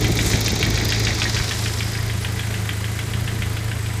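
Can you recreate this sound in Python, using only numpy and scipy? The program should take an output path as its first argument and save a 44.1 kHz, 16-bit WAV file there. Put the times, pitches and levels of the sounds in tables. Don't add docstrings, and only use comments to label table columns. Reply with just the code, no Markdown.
import sys
import numpy as np
from scipy import signal
from scipy.fft import rfft, irfft, next_fast_len
from scipy.io import wavfile
from scipy.ndimage import map_coordinates

SR = 44100
rng = np.random.default_rng(int(sys.argv[2]) if len(sys.argv) > 2 else 0)


def put_to_file(sound):
    columns = np.atleast_2d(sound).T
    safe = np.clip(columns, -1, 1)
    whole_steps = np.round(safe * 32767)
    wavfile.write(sys.argv[1], SR, whole_steps.astype(np.int16))


N = 176400

# t/s, relative level/dB
KNOCKS = [(0.0437, -11.5), (0.189, -12.5), (0.3331, -11.5), (0.4797, -15), (0.6271, -9), (0.7743, -14),
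          (0.9215, -10), (1.069, -10.5), (1.2178, -9), (1.364, -10), (1.51, -13.5), (1.658, -10.5),
          (1.8052, -13.5), (1.951, -17), (2.0975, -16.5), (2.2466, -13), (2.393, -15), (2.5406, -14.5),
          (2.691, -14), (2.842, -17), (2.9894, -15), (3.1347, -15.5), (3.2762, -15.5), (3.4211, -13.5),
          (3.5686, -17.5), (3.714, -16.5), (3.861, -20)]
# t/s, relative level/dB
TAPS = [(0.6628, -19), (0.8104, -16), (1.1055, -13.5), (1.254, -10), (1.3992, -13.5), (1.9872, -20.5),
        (2.8769, -25)]
# tick/dB, light knock/dB, chug/dB
CYLINDERS = [(-2, -8, 0), (-2, 0, 1), (1.5, -3, -3), (1, 0, 0)]
# t/s, position (0 deep in the bay, 1 drawn back)
DRAW_BACK = [(1.0, 0.097), (1.6, 1)]
# t/s, whirr/dB, rattle/dB, hiss/dB
MOVING_PARTS = [(0, -34, -35, -45), (.15, -33.5, -36.5, -40.5), (.28, -31, -32.5, -29.5),
                (.45, -35, -31, -50), (.8, -32.5, -33.5, -55), (1.22, -32.5, -31.5, -42.5),
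                (1.6, -34, -33, -35), (2.1, -35, -42, -41), (2.4, -34, -44.5, -39),
                (2.9, -35.5, -52, -39.5), (4, -36, -52.5, -42)]


def knocks(knock_db=-4.5, rebound_s=0.0047, rebound_db=-6, chatter_db=-17, tap_db=-9, light_db=5):
    # f/Hz, level/dB
    sharp_tone = [(500, -17), (1100, -10), (1500, 0.5), (3300, 1), (4200, -12.5), (6000, -17.5),
                  (15000, -36)]
    dull_tone = [(600, -27), (1200, 3.5), (1600, 0.5), (2050, 8), (2700, -4), (8000, -58)]
    times, db = np.transpose(KNOCKS)
    blow_db = np.r_[db, db + rebound_db] + knock_db
    blow = bursts(np.r_[times, times + rebound_s], blow_db, attack=0.00067, t60=0.023)
    chatter = bursts(times, db + chatter_db, attack=0.0019, t60=0.15) * amp(0.91 * wobble(350))
    taps = amp(tap_db) * bursts(*np.transpose(TAPS), attack=0.00024, t60=0.029)
    light = bursts(*firings("light knock", scatter_db=0.5), attack=0.0032, t60=0.087)
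    light *= amp(curves(MOVING_PARTS)[0] + light_db)
    return np.hypot(blow, chatter) * noise(sharp_tone) + np.hypot(taps, light) * noise(dull_tone)


def clacks(tap_db=-7):
    # f/Hz, relative level/dB, time to fade by 60 dB/s
    knock_notes = [(1740, -5, 0.027), (1990, -2.5, 0.031), (2427, -4, 0.029), (3256, -3, 0.026)]
    tap_notes = [(1858, 4.5, 0.019), (1907, -4, 0.067), (2450, -7, 0.025)]
    knock_db = -4 - 3 * curves(DRAW_BACK)[0]
    knock_ring = ring(KNOCKS, knock_notes, attack=0.0022, detune=0.02)
    tap_ring = ring(TAPS, tap_notes, attack=0.001, detune=0.0075)
    return amp(knock_db) * knock_ring + amp(tap_db) * tap_ring


def ticks(lag_s=0.0004, shut_s=0.0036, shut_db=-4):
    # t/s, relative level/dB
    strength = [(0, -24.5), (.92, -26.5), (1.12, -33.5), (1.6, -33), (4, -36)]
    # f/Hz, level/dB
    tone = [(1500, -25), (4500, -4), (8700, -5), (10200, -1), (11800, 1), (15000, -3.5)]
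    times, db = firings("tick", scatter_db=1.6)
    pairs = bursts(np.r_[times, times + shut_s] + lag_s, np.r_[db, db + shut_db], attack=0.0006, t60=0.027)
    grit_db = wobble(900)
    return amp(curves(strength)[0] + grit_db) * pairs * noise(tone)


def valve_rattle(steady_db=-1.5, valve_db=3.5):
    # place in the cycle (0 to 1), relative level/dB
    closings = [(0.066, 13), (0.153, 14.5), (.395, 10), (.53, 14.5), (.78, 12), (0.863, 16.5),
                (0.918, 13.5)]
    # f/Hz, level/dB
    tone = [(1500, -8.5), (2800, -5.5), (3700, 0), (5500, 1), (8000, -10), (10000, -20.5), (15000, -50)]
    # t/s, f/Hz, level/dB
    rasp_path = [(.7, 4920, -48), (.9, 4890, -33.5), (1.1, 4764, -38), (1.65, 5090, -43),
                 (1.9, 4970, -37.5), (2.15, 4900, -50)]
    rasp_hz, rasp_db = curves(rasp_path)
    hits = bursts(*each_cycle(*np.transpose(closings), scatter_db=1.5), attack=0.004, t60=0.025)
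    shaking = np.hypot(amp(steady_db), amp(valve_db) * hits)
    rattle = amp(curves(MOVING_PARTS)[1]) * shaking * noise(tone)
    return rattle + amp(rasp_db) * unit(shaking) * narrow(rasp_hz, width_hz=260)


def shafts_and_belts(rough_db=1.18, hiss_trim_db=-1):
    # f/Hz, level/dB
    whirr_tone = [(300, 5), (550, 0.5), (700, 2.5), (1150, -1), (1550, 1), (4000, -3), (8000, -16),
                  (15000, -22.5)]
    hiss_tone = [(3000, -20), (6000, -2), (7800, 0.5), (10000, -5.5), (15500, -16)]
    whirr_db, _, hiss_db = curves(MOVING_PARTS)
    whirr = amp(whirr_db + rough_db * wobble(120)) * noise(whirr_tone)
    return whirr + amp(hiss_db + hiss_trim_db + wobble(150)) * noise(hiss_tone)


def drone(waver_db=1.5, boom_db=-27, boom_lag_s=0.0057):
    # multiple of the cycle rate (rounded below), deep in the bay/dB, drawn back/dB
    notes = [(12, -32, -28.5), (16, -22, -23), (20, -61, -37.5), (28, -50, -37), (44, -35, -64),
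             (65.36, -41.5, -47.5)]
    # t/s, level/dB
    swell = [(0, -24), (.5, -28.5), (1.1, -23.5), (1.7, -28.5), (2.1, -28), (2.45, -26), (2.8, -30.5),
             (3.3, -26.5), (3.7, -29), (4, -28)]
    back, = curves(DRAW_BACK)
    level_db, = curves(swell)
    swell_db = 0.5 * (level_db - level_db.mean())
    starts = cycle_starts()
    cycles_at = lambda t: np.interp(t, starts, np.arange(len(starts)))
    angle = 2 * np.pi * (cycles_at(clock()) - 0.5 / len(CYLINDERS))
    hum = 0
    for multiple, near_db, far_db in notes:
        db = near_db + (far_db - near_db) * back + swell_db + waver_db * wobble(14)
        hum += amp(db) * np.cos(round(multiple) * angle)
    boom = np.cos(2 * np.pi * 2 * len(CYLINDERS) * cycles_at(clock() - boom_lag_s))
    return hum + amp(boom_db + waver_db * wobble(9.6)) * (1 - back) * boom


def thuds(hz=85, t60=0.045):
    # t/s, level/dB
    blows = [(.050, -16), (0.125, -9), (.213, -11), (0.27, -5), (0.341, -3.5), (0.635, -7.5), (.745, -10),
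             (0.861, -13), (1.113, -17), (1.409, -6.5), (3.151, -14)]
    ages = [(np.maximum(clock() - start, 0), db) for start, db in blows]
    return sum(amp(db - 60 * age / t60) * np.sin(2 * np.pi * hz * age) for age, db in ages)


def air(rumble_trim_db=-3, steady_db=-3, pulse_db=1, lag_s=0.007):
    # t/s, rumble/dB, chug/dB
    loudness = [(0, -42, -23), (.35, -35, -26.5), (.95, -37, -27.5), (1.45, -28, -33), (1.8, -33, -35),
                (2.4, -30.5, -37), (2.8, -42, -37.5), (3.3, -29, -34.5), (4, -33, -38)]
    # f/Hz, level/dB
    rumble_tone = [(15, -30), (30, 2), (45, 4), (65, -1), (100, -4), (160, -8), (400, -84)]
    chug_tone = [(90, 2.5), (150, 4), (200, 3.5), (260, -2), (330, -0.5), (440, -3), (520, -12),
                 (800, -12.5), (1500, -43)]
    rumble_db, chug_db = curves(loudness)
    times, db = firings("chug", scatter_db=3.0)
    pulses = bursts(times + lag_s, db + pulse_db, attack=0.0071, t60=0.15)
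    rumble = amp(rumble_db + rumble_trim_db) * noise(rumble_tone)
    return rumble + amp(chug_db) * (amp(steady_db) + pulses) * noise(chug_tone)


def growl(level_db=-42, lag_s=0.008):
    times, db = firings("chug", scatter_db=5.0)
    pulses = bursts(times + lag_s, db, attack=0.003, t60=0.15)
    closeness = 1 - curves(DRAW_BACK)[0]
    return amp(level_db) * closeness * pulses * narrow(hz=690, width_hz=90)


def sizzle(at_s=2.23, width_s=0.03, level_db=-42):
    swell = np.exp(-((clock() - at_s) / width_s) ** 2)
    return amp(level_db) * swell * narrow(hz=10200, width_hz=700)


def whistle(start_s=3.62, rise_s=0.098, level_db=-49):
    fade_in = np.clip((clock() - start_s) / rise_s, 0, 1)
    return amp(level_db) * fade_in * narrow(hz=8050, width_hz=90)


def engine_body(x):
    # f/Hz, width/Hz, level/dB
    near_peaks = [(1160, 33, -2), (1880, 49, 2.5), (2256, 117, 6.5), (2945, 25, -16), (3860, 420, 4.5),
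                  (6620, 710, 5.5)]
    far_peaks = [(990, 4.7, 9), (1550, 43, 2.5), (3940, 46, 1.5), (11700, 580, 3), (14900, 1000, -1.5)]

    def shaped(peaks):
        return filtered(x, lambda f: amp(sum(db / (1 + ((f - hz) / width) ** 2) for hz, width, db in peaks)))

    back, = curves(DRAW_BACK)
    return (1 - back) * shaped(near_peaks) + back * shaped(far_peaks)


def bay_echo(x, t60=0.08, delay_s=0.01204):
    t = np.arange(SR // 3) / SR
    tail = rng.standard_normal(len(t)) * amp(-60 * t / t60) * (t > delay_s)
    return signal.fftconvolve(x, tail / np.linalg.norm(tail))[:N]


def cycle_starts():
    times = np.array(KNOCKS)[:, 0]
    return np.r_[2 * times[0] - times[1], times, 2 * times[-1] - times[-2]]


def each_cycle(places, levels_db, scatter_db):
    starts = cycle_starts()
    times = starts[:-1, None] + np.diff(starts)[:, None] * np.asarray(places)
    db = np.asarray(levels_db) + scatter_db * rng.standard_normal(times.shape)
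    return times.ravel(), db.ravel()


def firings(sound, scatter_db):
    column = ("tick", "light knock", "chug").index(sound)
    places = np.arange(len(CYLINDERS)) / len(CYLINDERS)
    return each_cycle(places, np.array(CYLINDERS)[:, column], scatter_db)


def bursts(times, levels_db, attack, t60):
    power, t = np.zeros(N), clock()
    for start, db in zip(times, levels_db):
        part = slice(*np.searchsorted(t, [start, start + 2 * t60]))
        age = t[part] - start
        power[part] += (amp(db - 60 * age / t60) * (1 - np.exp(-age / attack))) ** 2
    return np.sqrt(power)


def ring(blows, notes, attack, detune):
    out, t = np.zeros(N + SR), np.arange(SR // 8) / SR
    for start, db in blows:
        for hz, note_db, t60 in notes:
            cycles = hz * t * (1 + detune * rng.standard_normal()) + rng.random()
            loudness = amp(db + note_db - 60 * t / t60) * (1 - np.exp(-t / attack))
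            out[round(start * SR):][:len(t)] += loudness * np.sin(2 * np.pi * cycles)
    return out[:N]


def noise(tone):
    hz, db = np.transpose(tone)
    gain = lambda f: amp(np.interp(np.log(f + 1), np.log(hz), db))
    return unit(filtered(rng.standard_normal(N), gain))


def narrow(hz, width_hz):
    slow = lambda: filtered(rng.standard_normal(N), lambda f: 1 / (1 + (f / width_hz) ** 2))
    angle = 2 * np.pi * np.cumsum(hz * np.ones(N)) / SR
    return unit(slow() * np.cos(angle) + slow() * np.sin(angle))


def filtered(x, gain):
    size = next_fast_len(N + SR // 2)
    return irfft(rfft(x, size) * gain(np.fft.rfftfreq(size, 1 / SR)), size)[:N]


def wobble(rate):
    return map_coordinates(rng.standard_normal(int(N * rate / SR) + 4), [clock() * rate])


def curves(rows):
    times, *columns = np.transpose(rows)
    return [np.interp(clock(), times, column) for column in columns]


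def clock():
    return np.arange(N) / SR


def unit(x):
    return x / np.sqrt(np.mean(x ** 2) + 1e-20)


def amp(db):
    return 10 ** (np.asarray(db) / 20)


def scene(echo_db=-8):
    knocking = knocks() + clacks()
    echo = amp(echo_db) * bay_echo(knocking)
    clatter = engine_body(knocking + echo + ticks() + valve_rattle() + shafts_and_belts())
    return (clatter + sizzle() + whistle() + drone() + growl() + air() + thuds())[None]


def record(dry, low_cut_hz=33, top_hz=15450):
    gain = lambda f: (f < top_hz) * (1 - 1 / (1 + (f / low_cut_hz) ** 4))
    return filtered(dry[0], gain)[None]


dry = scene()
out = record(dry)
put_to_file(out)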